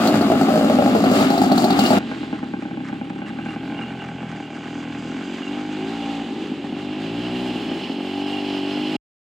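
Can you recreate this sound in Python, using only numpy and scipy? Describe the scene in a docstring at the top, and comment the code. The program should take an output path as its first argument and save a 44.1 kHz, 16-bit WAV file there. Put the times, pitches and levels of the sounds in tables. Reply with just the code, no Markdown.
"""An old single-cylinder two-stroke cargo scooter rolls off across a yard, two metres away. Off the
throttle it four-strokes: most turns of the crank only puff, and every few turns one bangs. The fan
hisses, the chain clatters, a loose panel clinks and a dry part squeals. At 2 s, abruptly, it is far down
the lane, coasting and turning round on gravel. From about 4.5 s it revs in little bursts, every turn
firing under the widest throttle, and from about 7 s it sounds nearer."""
import sys
import numpy as np
from scipy import signal
from scipy.fft import rfft, irfft, next_fast_len
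from scipy.io import wavfile
from scipy.ndimage import uniform_filter1d, map_coordinates

SR = 44100
rng = np.random.default_rng(int(sys.argv[2]) if len(sys.argv) > 2 else 0)


def transcribe(u):
    """Save the signal u as a 16-bit wav file named by the first command-line argument.

    u: samples, shape (n,) or (channels, n), limited to [-1, 1]; the rate is SR.
    q: integer samples, one column per channel.
    """
    v = np.clip(np.atleast_2d(u).T, -1, 1)
    q = np.round(v * 32767).astype(np.int16)
    wavfile.write(sys.argv[1], SR, q)


N = 412335
T = np.arange(N) / SR
YARD_SPAN_S, LANE_SPAN_S = (0, 1.988), (1.988, 8.965)

# crank speed: (time [s], turns a second [Hz])
YARD_REVS = [(0, 56.7), (0.5, 55.6), (0.8, 57), (1.2, 53.87), (1.75, 45.6), (1.98, 44.9)]
LANE_REVS = [(2.0, 44.74), (2.39, 39.8), (2.56, 36.1), (3.01, 33), (3.14, 34.5), (3.28, 35), (3.76, 43.4),
             (4.1, 43.06), (4.28, 42.14), (4.38, 39.17), (4.58, 38.91), (4.72, 41.04), (5.05, 40.22),
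             (5.22, 46.58), (5.42, 46.06), (5.55, 49.54), (5.76, 51.2), (5.92, 57.24), (6.21, 56.34),
             (6.65, 47.1), (6.89, 50.17), (7.09, 55.15), (7.22, 60.37), (7.45, 63.74), (7.59, 58.66),
             (7.76, 50.35), (7.92, 45.95), (8.05, 46.34), (8.33, 49.4), (8.62, 47.55), (8.8, 50.1),
             (8.95, 52)]
# bangs after a run of misses: (time [s], accent [dB])
YARD_BANGS = [(0.072, -3.5), (0.142, 0), (0.156, -1.5), (.21, 2.5), (.301, 2), (0.318, 4.5), (.412, 4),
              (0.486, 2), (0.539, 0), (.557, 0.5), (.575, 0.5), (.593, -5), (0.63, -4.5), (0.645, 1),
              (.699, 3), (.787, 3.5), (0.822, 1), (0.861, 2), (.877, -0.5), (0.95, 4.5), (1.04, 1),
              (1.099, -6), (1.115, 1.5), (1.189, -2), (1.209, -2.5), (1.303, 1.5), (1.377, 1.5), (1.417, 5),
              (1.438, 2.5), (1.516, 5), (1.578, 3), (1.62, -1.5), (1.641, 3.5), (1.704, 1.5), (1.725, -1),
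              (1.79, 3), (1.838, 1.5), (1.86, -0.5), (1.905, 3.5), (1.931, 0)]
LANE_BANGS = [(2.0052, -1), (2.1145, 2.5), (2.2314, 2), (2.328, 6), (2.429, 5.5), (2.5372, 7.5),
              (2.6231, 3), (2.653, 4), (2.711, 2.5), (2.7725, 2.5), (2.804, -0.5), (2.895, 1), (2.927, 4),
              (3.013, 4.5), (3.1018, 2.5), (3.218, 1.5), (3.304, -0.5), (3.3872, 2.5), (3.46, 3),
              (3.485, 1), (3.561, 1), (3.632, -2.5), (3.7, -2), (3.722, -2), (3.791, 0), (3.882, -4.5),
              (4.089, -3), (4.115, -3.5), (4.229, -1.5), (4.326, -1.5), (6.2867, -0.5), (6.3603, -0.5),
              (6.419, -3), (6.5158, 2), (6.642, 3), (6.724, 1), (7.5561, -0.5), (7.7148, -1.5), (7.812, -4),
              (7.896, -1)]
# boom of the silencer body: (frequency [Hz], gain [dB])
YARD_SILENCER = [(30, -42), (60, -28), (110, -17), (160, -9), (220, 1), (280, 0), (360, -6), (450, -15),
                 (2400, -100)]
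LANE_SILENCER = [(30, -55.5), (60, -37.5), (110, -27.5), (160, -7.5), (205, 0), (245, 8), (300, 6),
                 (335, 4), (380, -16), (440, -27), (600, -19.5), (2400, -100)]
# bark of the tailpipe: (frequency [Hz], gain [dB])
YARD_TAILPIPE = [(40, -50), (150, -25), (400, -3), (500, 0), (680, 4), (830, -1), (960, -18), (1300, -8),
                 (1750, -24.5), (3000, -32.5), (8000, -43)]
LANE_TAILPIPE = [(60, -52), (200, -33), (420, 0.5), (540, -2.5), (610, 0), (680, 2.5), (760, 2), (860, -6),
                 (950, -17), (1060, -9), (1200, -21.5), (1400, -19.5), (1620, -12.5), (1800, -25.5),
                 (2600, -26.5), (6000, -94.5)]
# clatter of engine block, chain and panels: (frequency [Hz], gain [dB])
YARD_CLATTER = [(600, -14.5), (1200, 11.5), (1700, 1.5), (2300, 0.5), (3200, -1), (3800, -1.5),
                (5000, -27.5), (9000, -49)]
LANE_CLATTER = [(100, -22), (500, 6.5), (1100, -1.5), (1600, -3), (1900, -1), (2400, 1.5), (3000, 4),
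                (3500, -1), (4200, -29), (8000, -29), (14000, -69)]
# hiss of the cooling fan: (frequency [Hz], gain [dB])
YARD_FAN = [(2500, -17), (3600, -13), (4400, 4.5), (4950, 3.5), (5400, -3.5), (6300, -6), (6900, -5.5),
            (7900, -4), (8600, -13), (12000, -11.5), (15800, -16.5)]
LANE_FAN = [(2500, 5.5), (3600, 7.5), (4400, 3.5), (5100, 0), (5500, -7), (6200, -6.5), (6800, -9),
            (7900, -7.5), (8600, -19), (11000, -23), (15800, -33)]
# ringing fins and sheet metal: (frequency [Hz], width [Hz], gain [dB])
METAL_MODES = [(2800, 45, 2), (3945, 80, -3), (4400, 60, -7.5), (6860, 230, -2.5)]
# bumps shake the chain and panels: (centre [s], length [s], rattle boost [dB])
BUMPS = [(0.03, 0.17, 5), (1.19, 0.16, 6.5), (1.9, 0.34, 3.5), (2.17, 0.51, 3)]
# reflections off ground, trailer and walls: (delay [s], level [dB])
YARD_REFLECTIONS = [(.0078, -31.5), (0.0103, -14), (0.0204, -19), (0.024, -19)]
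LANE_REFLECTIONS = [(.0105, -20), (.0315, -20)]
# stereo tilt: (frequency [Hz], left minus right [dB])
YARD_TILT = [(100, 1), (400, 1), (1300, 2), (2400, 3.5), (4400, 0), (5800, 6), (8100, 18), (15000, 23)]
LANE_TILT = [(100, .3), (700, .6), (1300, -.5), (2400, -4), (4400, -3), (8100, 5), (15000, 1.5)]
# clinks of the loose panel: (time [s], relative level [dB], chatter decay [s])
PANEL_HITS = [(0.0737, -15.5, 0.011), (0.2134, -24.5, 0.011), (0.9497, -38, 0.011), (1.041, -26, 0.011),
              (1.2087, -24, 0.011), (1.3019, -22.5, 0.011), (1.3788, -20, 0.011), (1.5184, -19, 0.011),
              (1.5788, -16.5, 0.011), (1.6417, -17.5, 0.011), (1.7045, -19, 0.011), (1.726, -26.5, 0.011),
              (1.7913, -15.5, 0.011), (1.8597, -18, 0.011)]
# ring of that panel: (frequency [Hz], width [Hz], gain [dB])
PANEL_MODES = [(4080, 280, -0.5), (4350, 230, 3.5), (4600, 75, -1.5), (7400, 1900, -24),
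               (14000, 2500, -17.5)]
# squeals of a dry rubbing part: (centre [s], length [s], level [dB])
SQUEAL_CUES = [(1.84, 0.13, -28), (3.27, 0.11, -47), (3.48, 0.12, -43), (3.82, 0.14, -39.5),
               (4.012, 0.06, -41), (5.47, 0.088, -39), (8.347, 0.12, -33.5)]
# how far off it sounds, farthest at 6.7 s, and which way it faces:
# (time [s], apparent range [m], heading [degrees; 180 = away, 0 = head-on])
LANE_PERSPECTIVE = [(2, 16.5, 175), (3, 16.9, 108), (3.7, 15, 108), (4.4, 15.7, 65), (5.25, 18, 44),
                    (6.7, 22, -10), (8.96, 13.4, -9)]
# slap off the stone wall beside the lane: (time [s], delay [s], level [dB])
WALL_SLAP = [(2, 0.0086, -24), (4.2, 0.01873, -15), (6, 0.0265, -17), (9, 0.037, -27)]
# tone of the air box: (frequency [Hz], gain [dB])
AIRBOX_TONE = [(25, -56), (45, -26), (75, -14.5), (100, -6), (130, 1), (165, 3.5), (220, 1.5), (400, -27),
               (1500, -100)]
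# fader rides for intake drone, rear-chamber note and tailpipe note: (time [s], relative level [dB])
INTAKE_RIDE = [(2.05, -40), (2.1, -41), (4.36, -36.5), (4.41, -44.5), (5.06, -38), (5.44, -53), (5.48, -44),
               (5.62, -44), (5.83, -41), (6.42, -47), (6.46, -47), (7.2, -36), (8.21, -50.5), (8.9, -39)]
CHAMBER_RIDE = [(4.8, -44), (4.89, -54), (4.97, -40.5), (5.76, -37.5), (5.79, -30), (6.15, -39),
                (6.41, -33), (6.6, -38), (7.37, -31), (7.8, -35), (8.9, -32)]
TAILPIPE_RIDE = [(4.15, -40), (5.41, -47), (5.53, -37.5), (5.88, -37), (6.07, -32.5), (6.61, -45),
                 (6.65, -41), (6.69, -40.5), (8.12, -42), (8.17, -34), (8.67, -38), (8.9, -34)]
# crunch of stones under the tyres: (frequency [Hz], gain [dB])
GRAVEL_TONE = [(400, -21), (1200, 12.5), (2200, 8.5), (3100, -10), (3900, -7), (8000, -14.5), (14000, -54)]
# twists of the throttle: (opens [s], closes [s], opening [0-1])
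THROTTLE_TWISTS = [(3.117, 4.283, 0.05), (4.504, 5.478, 0.33), (5.437, 6.117, 0.8), (6.63, 7.467, 0.4),
                   (7.87, 8.96, 0.9)]
# jingling chain and front fittings: (frequency [Hz], half width [Hz], gain [dB])
CHAIN_MODES = [(4840, 274, 3.5), (5930, 60, 4.5), (6670, 210, 2), (7270, 450, -1.5)]
FITTING_MODES = [(2940, 320, 11), (3960, 350, 1), (4370, 33.4, 0), (5000, 115, 1), (5570, 88, -10)]

BOOM_LAG_S = 0.0012  # the longer way through the silencer
CRUISE_HZ, LANE_M = 48, 20  # reference revs and range for the lane mix


def undb(db):
    """Decibels to gain."""
    return 10 ** (np.asarray(db) / 20)


def curves(rows):
    """Each column after the time as one value per sample."""
    s, *columns = np.transpose(rows)
    return [np.interp(T, s, column) for column in columns]


def swells(rows):
    """Smooth humps from rows of (centre [s], length [s], height)."""
    return sum(height * np.exp(-(2 * (T - s) / length) ** 2) for s, length, height in rows)


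def wander(rate_hz):
    """Slow random drift with a spread of 1."""
    step = int(SR / rate_hz)
    slow = uniform_filter1d(np.repeat(rng.standard_normal(N // step + 1), step), step)[:N]
    return slow / slow.std()


def noise(correlation, size=N):
    """Stereo white noise; a correlation of 1 is mono."""
    mid, side = rng.standard_normal((2, size))
    return np.sqrt((1 + correlation) / 2) * mid + np.sqrt((1 - correlation) / 2) * np.array([side, -side])


def pulses(times, sizes):
    """One impulse at each time."""
    keep = (times >= 0) & (times < T[-1])
    return np.bincount((times[keep] * SR).astype(int), sizes[keep], N)


def decay(x, seconds):
    """Each impulse dies away exponentially."""
    return signal.lfilter([1], [1, -np.exp(-1 / (seconds * SR))], x)


def ring(x, hz, width):
    """One resonance, gain 1 at its centre."""
    return signal.lfilter(*signal.iirpeak(hz, hz / width, SR), x)


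def ring_twice(x, hz, width):
    """The same resonance twice over: softer attack, purer note."""
    return ring(ring(x, hz, width), hz, width)


def eq_db(points, size):
    """Spread (frequency [Hz], gain [dB]) points over the bins of a transform."""
    hz, db = np.transpose(points)
    return np.interp(np.log(np.arange(size // 2 + 1) * SR / size + 1), np.log(hz), db)


def convolve(x, response):
    """Pass one or two channels through one or two responses."""
    return signal.fftconvolve(np.atleast_2d(x), np.atleast_2d(response), axes=1)[:, :N]


def body(x, tone, size=8192):
    """Minimum-phase resonator with the given tone: quick attack, ringing tail."""
    cepstrum = irfft(eq_db(tone, size) * np.log(10) / 20)
    cepstrum[1:size // 2] *= 2
    cepstrum[size // 2 + 1:] = 0
    return convolve(x, irfft(np.exp(rfft(cepstrum))))


def steady(x, seconds=0.29):
    """Hold the slow level of the mid channel at 1; single firings keep their punch."""
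    window = int(seconds * SR)
    power = uniform_filter1d(uniform_filter1d(x.mean(axis=0) ** 2, window), window // 2)
    return x / np.sqrt(np.abs(power) + 1e-12)


def firing_turns(bang_turns, count, purge_turns=2.7):
    """Four-stroking: burnt gas spoils the charge until a few misses have flushed it out."""
    fires, waited = np.zeros(count, bool), 0
    for turn in range(count):
        waited += 1
        flushed = waited > purge_turns * (.5 + rng.random())
        if turn in bang_turns or (flushed and turn + 1 not in bang_turns):
            fires[turn], waited = True, 0
    return fires


def crank(hz, bangs, four_stroking, fire_db, miss_db, spread_db, jitter_s):
    """Time and strength of each turn's exhaust pulse; four-stroking (0-1) scales the unevenness."""
    phase = np.cumsum(hz) / SR
    bang_s, accent_db = np.transpose(bangs)
    bang_phase = np.interp(bang_s, T, phase)
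    bang_turns = np.cumsum(np.round(np.diff(bang_phase, prepend=0))).astype(int)
    phase += np.interp(T, bang_s, bang_turns - bang_phase)  # each bang lands on a whole turn
    times = np.interp(np.arange(int(phase[-1])), phase, T)
    fires = firing_turns(bang_turns, len(times))
    rough = np.interp(times, T, four_stroking)
    db = rough * np.where(fires, fire_db, miss_db)
    db += (0.6 + rough) * spread_db * rng.standard_normal(len(times))
    times += jitter_s * rough * rng.standard_normal(len(times))
    db[bang_turns], times[bang_turns] = accent_db, bang_s
    return times, undb(db)


def exhaust(times, sizes, silencer, tailpipe, sharpness, gas, rush):
    """Each pulse barks in the tailpipe, then booms in the silencer; hard bangs blow turbulent gas."""
    push = pulses(times + BOOM_LAG_S, sizes)
    edge = pulses(times, sizes ** sharpness)
    puff = decay(pulses(times, sizes ** 2), .008)
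    boom = body(push + rush * decay(push, 0.11) * noise(1.0), silencer)
    bark = body(edge + gas * puff * noise(0.78), tailpipe)
    return steady(boom), steady(bark)


def shell_hum(times, hz, width, flutter):
    """Every turn, fired or not, keeps the silencer's shell humming."""
    push = pulses(times, np.ones(len(times)))
    return steady(ring_twice(push + flutter * noise(1.0), hz, width))


def scatter(x, t60, shifts_per_s, size=8192):
    """Sound smeared off trailer, road and stones; the paths shift as the scooter moves."""
    s = np.arange(size) / SR
    tail = np.exp(-np.log(1000) * s / t60) * np.minimum(s / .004, 1)
    return steady(sum(convolve(x, noise(.93, size) * tail) * wander(shifts_per_s) for _ in range(5)))


def outdoors(x, reflections, tail_db, t60, correlation, size=16384):
    """Direct sound, a few reflections and a thin scattered tail."""
    s = np.arange(size) / SR
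    tail = noise(correlation, size) * np.exp(-np.log(1000) * s / t60) * np.minimum(s / 0.042, 1)
    response = tail * undb(tail_db) / np.linalg.norm(tail[0])
    response[:, 0] += 1
    for delay_s, db in reflections:
        response[:, int(delay_s * SR)] += undb(db)
    return convolve(x, response / np.linalg.norm(response[0]))


def machinery(times, sizes, tone, correlation, knock, knock_s, rattle, flutter_db):
    """Steady whirr, a metallic knock each turn, and loose chain and panels rattling at random."""
    when, force = rng.random((1400, 2)).T
    ticks = pulses(when * T[-1], force ** 3)
    blows = knock * decay(pulses(times, sizes), knock_s) + rattle * decay(ticks, 0.001)
    whirr = noise(correlation) * np.sqrt(1 + blows ** 2) * undb(flutter_db * wander(22))
    metal = sum(undb(db) * ring(whirr, hz, width) for hz, width, db in METAL_MODES)
    return steady(body(whirr + metal, tone))


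def panel_clinks(gain_db):
    """Hard bangs shake a loose panel on the engine side, which chatters briefly and rings."""
    shaking = sum(undb(gain_db + db) * decay(pulses(np.array([s]), np.ones(1)), chatter_s)
                  for s, db, chatter_s in PANEL_HITS)
    chatter = shaking * noise(0.4)
    return sum(undb(db) * ring(chatter, hz, width) for hz, width, db in PANEL_MODES)


def squeals(hz, width):
    """Friction catches and slips, scraping one metal resonance in broken chirps."""
    scrape = noise(0.89) * undb(4 * wander(70))
    tone = steady(ring_twice(scrape, hz, width), seconds=0.11)
    return tone * swells([(s, length, undb(db)) for s, length, db in SQUEAL_CUES])


def place(x, tilt, span_s, lag_s):
    """Pan by frequency, delay the right channel and gate the sound to its span."""
    size = next_fast_len(N + 1000, True) // 2 * 2
    ratio = undb(eq_db(tilt, size))
    pan = np.array([ratio, np.ones_like(ratio)]) * 2 / (1 + ratio)
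    left, right = irfft(rfft(x, size) * pan)[:, :N]
    right = map_coordinates(right, [(T - lag_s) * SR], order=3)
    gate = np.clip(np.minimum(T - span_s[0], span_s[1] - T) / .004 + .5, 0, 1)
    return np.array([left, right]) * gate


def yard_scooter():
    """Close up: rolling past, throttle nearly shut, slowing down."""
    hz, = curves(YARD_REVS)
    times, sizes = crank(hz, YARD_BANGS, four_stroking=np.full(N, 0.67),
                         fire_db=-6, miss_db=-7.5, spread_db=1.1, jitter_s=.0007)
    boom, bark = exhaust(times, sizes, YARD_SILENCER, YARD_TAILPIPE, sharpness=.9, gas=.04, rush=.006)
    # from the front the tailpipe sounds full; its highest note beams out sideways
    front, flank = swells([(0.7, 0.52, 1)]), swells([(1.71, 0.74, 1)])
    bark = steady(bark + front * ring(bark, 540, 220) + 3.5 * flank * ring(bark, 805, 130))
    bark = steady(bark + undb(-1.5) * scatter(bark, t60=.2, shifts_per_s=7))
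    boom = steady(boom + undb(-2) * shell_hum(times, hz=268.3, width=43, flutter=0.017))
    mix = outdoors(undb(-15.5) * boom, YARD_REFLECTIONS, tail_db=-15, t60=.2, correlation=.8)
    mix += undb(-20 + 2 * front) * bark
    clatter = machinery(times, sizes, YARD_CLATTER, correlation=0.35,
                        knock=0.61, knock_s=0.007, rattle=2.4, flutter_db=1.45)
    fan = machinery(times, sizes, YARD_FAN, correlation=0.27,
                    knock=0.99, knock_s=0.015, rattle=0.81, flutter_db=2.2)
    mix += undb(swells(BUMPS)) * (undb(-31) * clatter + undb(-40 + 2.5 * flank) * fan)
    mix += panel_clinks(gain_db=6) + squeals(hz=2860, width=150)
    return place(mix, YARD_TILT, YARD_SPAN_S, lag_s=np.interp(T, [0, 1.2], [.00008, .0002]))


def tailpipe_rasp(bark):
    """The rasp beams backwards and fades as the scooter turns round."""
    rasp_db = np.interp(T, [2, 3.4, 4.8, 5.8, 7], [12, 18, 11.5, 9.5, -59])
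    return undb(rasp_db) * (ring(bark, 1520, 160) + 2.6 * ring(bark, 2290, 200))


def wall_echo(x):
    """The slap off the stone wall slides later as the scooter leaves it, sweeping notches in the boom."""
    delay_s, db = curves(WALL_SLAP)
    echo = np.array([map_coordinates(side, [(T - delay_s) * SR], order=1) for side in x])
    return x + undb(db) * echo


def intake_drone(times, lag_turns):
    """The carburettor gulps once a turn between exhaust pulses, fired or not; the air flutters a little."""
    gulps = times[:-1] + lag_turns * np.diff(times)
    push = pulses(gulps, undb(.7 * rng.standard_normal(len(gulps))))
    flutter = .018 * decay(push, .016) * noise(1.0)
    return steady(body(push + flutter, AIRBOX_TONE)) * undb(curves(INTAKE_RIDE)[0] + 2)


def throb(hz, throttle, heading):
    """The fundamental grows with the revs; head-on, under throttle, the air box hums an octave above."""
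    phase = 2 * np.pi * np.cumsum(hz) / SR
    fundamental = np.sqrt(2) * np.sin(phase) * undb(-64.5 + 24 * np.log2(hz / CRUISE_HZ))
    head_on = np.exp(-((heading + 8) / 12) ** 2)
    return fundamental + np.sin(2 * phase) * undb(-42.5) * throttle * head_on


def pipe_note(times, sizes, ride, hz, width, trim_db):
    """The pulses ring one narrow resonance; each harmonic sings as the revs carry it through."""
    tone = ring_twice(pulses(times, sizes), hz, width)
    return steady(tone[None]) * undb(trim_db + curves(ride)[0])


def gravel(per_s, clump_db):
    """Stones snap under the tyres in uneven clumps."""
    when, force = rng.random((int(per_s * T[-1]), 2)).T
    snaps = decay(pulses(when * T[-1], force ** 2), .004) * noise(.85)
    return steady(body(snaps * undb(clump_db * wander(19)), GRAVEL_TONE))


def putts(gain_db):
    """A hard bang shoves the gas out of the silencer in one short, round swing."""
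    s, accent_db = np.transpose(LANE_BANGS)
    return ring_twice(pulses(s + BOOM_LAG_S, undb(gain_db + accent_db)), hz=255, width=158)


def throttle_opening(rise_s, fall_s):
    """Each twist of the grip rises, holds and is let go."""
    twists = sum(opening * np.clip((T - opens) / rise_s, 0, 1) * np.clip(1 - (T - closes) / fall_s, 0, 1)
                 for opens, closes, opening in THROTTLE_TWISTS)
    return np.clip(twists, 0, 1)


def jingle(modes, per_s, unevenness):
    """Loose metal parts tick at random and ring."""
    when, force = rng.random((int(per_s * T[-1]), 2)).T
    ticks = decay(pulses(when * T[-1], force ** unevenness), 0.026) * noise(0.92)
    return steady(sum(undb(db) * ring_twice(ticks, hz, 2 * half_width) for hz, half_width, db in modes))


def lane_scooter():
    """Far off: coasting, turning round, revving in bursts and sounding nearer from about 7 s."""
    hz, = curves(LANE_REVS)
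    range_m, heading = curves(LANE_PERSPECTIVE)
    throttle = throttle_opening(rise_s=0.25, fall_s=0.14)
    octaves = np.log2(hz / CRUISE_HZ)
    rear = (1 - np.cos(np.radians(heading))) / 2
    shadow = np.exp(-((heading - 79.5) / 24.3) ** 2)  # side-on, the bodywork hides silencer and chain

    def fader(db, octave_db, throttle_db, rear_db, shadow_db):
        """A part's gain, ridden by revs, throttle, heading and apparent range."""
        ride_db = octave_db * octaves + throttle_db * throttle + rear_db * rear + shadow_db * shadow
        return undb(db + ride_db) * LANE_M / range_m

    four_stroking = .85 * np.clip(1 - throttle / .52, 0, 1)  # past half throttle every turn fires
    times, sizes = crank(hz, LANE_BANGS, four_stroking,
                         fire_db=-4, miss_db=-7, spread_db=1.3, jitter_s=.0006)
    boom, bark = exhaust(times, sizes ** .8, LANE_SILENCER, LANE_TAILPIPE, sharpness=1.45,
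                         gas=.002 + .022 * four_stroking, rush=.0015 + .003 * rear + .003 * four_stroking)
    bark += tailpipe_rasp(bark)
    bark = steady(steady(bark) * undb(5 - 3 * four_stroking) + scatter(bark, t60=.12, shifts_per_s=1.5))
    bark *= undb(-11.5 * np.exp(-(heading / 4.6) ** 2))  # head-on, the leg shield hides the tailpipe
    boom += .6 * four_stroking * shell_hum(times, hz=285, width=90, flutter=.02)
    # under load, hot fast gas brings out one note in the silencer
    boom = steady(boom + undb(-2.4) * throttle * ring(boom, hz=292, width=21))
    engine = (wall_echo(boom) * fader(-28, octave_db=2, throttle_db=-1, rear_db=-2.5, shadow_db=-10.5)
              + bark * fader(-39.5, octave_db=9, throttle_db=0, rear_db=1, shadow_db=-2.5)
              + intake_drone(times, lag_turns=0.485)
              + throb(hz, throttle, heading)
              + pipe_note(times, np.sqrt(sizes), CHAMBER_RIDE, hz=372.3, width=74, trim_db=-0.15)
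              + pipe_note(times, sizes, TAILPIPE_RIDE, hz=798, width=60, trim_db=-1.5)
              + putts(gain_db=16.5))
    engine = outdoors(engine, LANE_REFLECTIONS, tail_db=-16, t60=.35, correlation=.9)

    clatter = machinery(times, sizes, LANE_CLATTER, correlation=0.99,
                        knock=0.34, knock_s=0.0039, rattle=0.73, flutter_db=1.0)
    fan = machinery(times, sizes, LANE_FAN, correlation=0.71,
                    knock=.1, knock_s=.005, rattle=1, flutter_db=1.6)
    # a thin top sizzle swells briefly near 3 s, fades, and returns from about 7.4 s
    sizzle = signal.sosfilt(signal.butter(2, 8500, "high", fs=SR, output="sos"), fan)
    fan += sizzle * undb(np.interp(T, [2, 3, 6.9, 7.4, 8.9], [-23, 0, -14, 2, 3]))
    rattles = (clatter * fader(-40.5, octave_db=8, throttle_db=0.5, rear_db=-6, shadow_db=-1.5)
               + fan * fader(-46, octave_db=14, throttle_db=0.5, rear_db=-0.5, shadow_db=-5.5))
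    rattles += gravel(per_s=310, clump_db=5) * swells([(4.4, 6.7, undb(-46))])
    turning = swells([(5.3, 2.4, undb(-54.5))])
    nearing = swells([(7.5, 1.3, undb(-40)), (8.8, 1.44, undb(-36))])
    rattles += jingle(CHAIN_MODES, per_s=240, unevenness=1.1) * turning
    rattles += jingle(FITTING_MODES, per_s=420, unevenness=0.26) * nearing
    rattles *= undb(swells(BUMPS) + 0.66 * wander(11))
    rattles += squeals(hz=2810, width=110)
    return (place(engine, LANE_TILT, LANE_SPAN_S, lag_s=np.interp(T, [3.3, 3.7], [.00018, 0]))
            + place(rattles, LANE_TILT, LANE_SPAN_S, lag_s=0))


def scene():
    """Close up in the yard, then a hard cut to far down the lane."""
    return yard_scooter() + lane_scooter()


def record(dry):
    """The microphone rounds the hardest bangs, drops the deepest bass and cuts the top."""
    rounded = np.tanh(.9 * dry) / .9
    thinned = signal.sosfilt(signal.butter(2, 36, "high", fs=SR, output="sos"), rounded)
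    return signal.sosfilt(signal.ellip(10, .2, 80, 15850, fs=SR, output="sos"), thinned)


dry = scene()
out = record(dry)
transcribe(out)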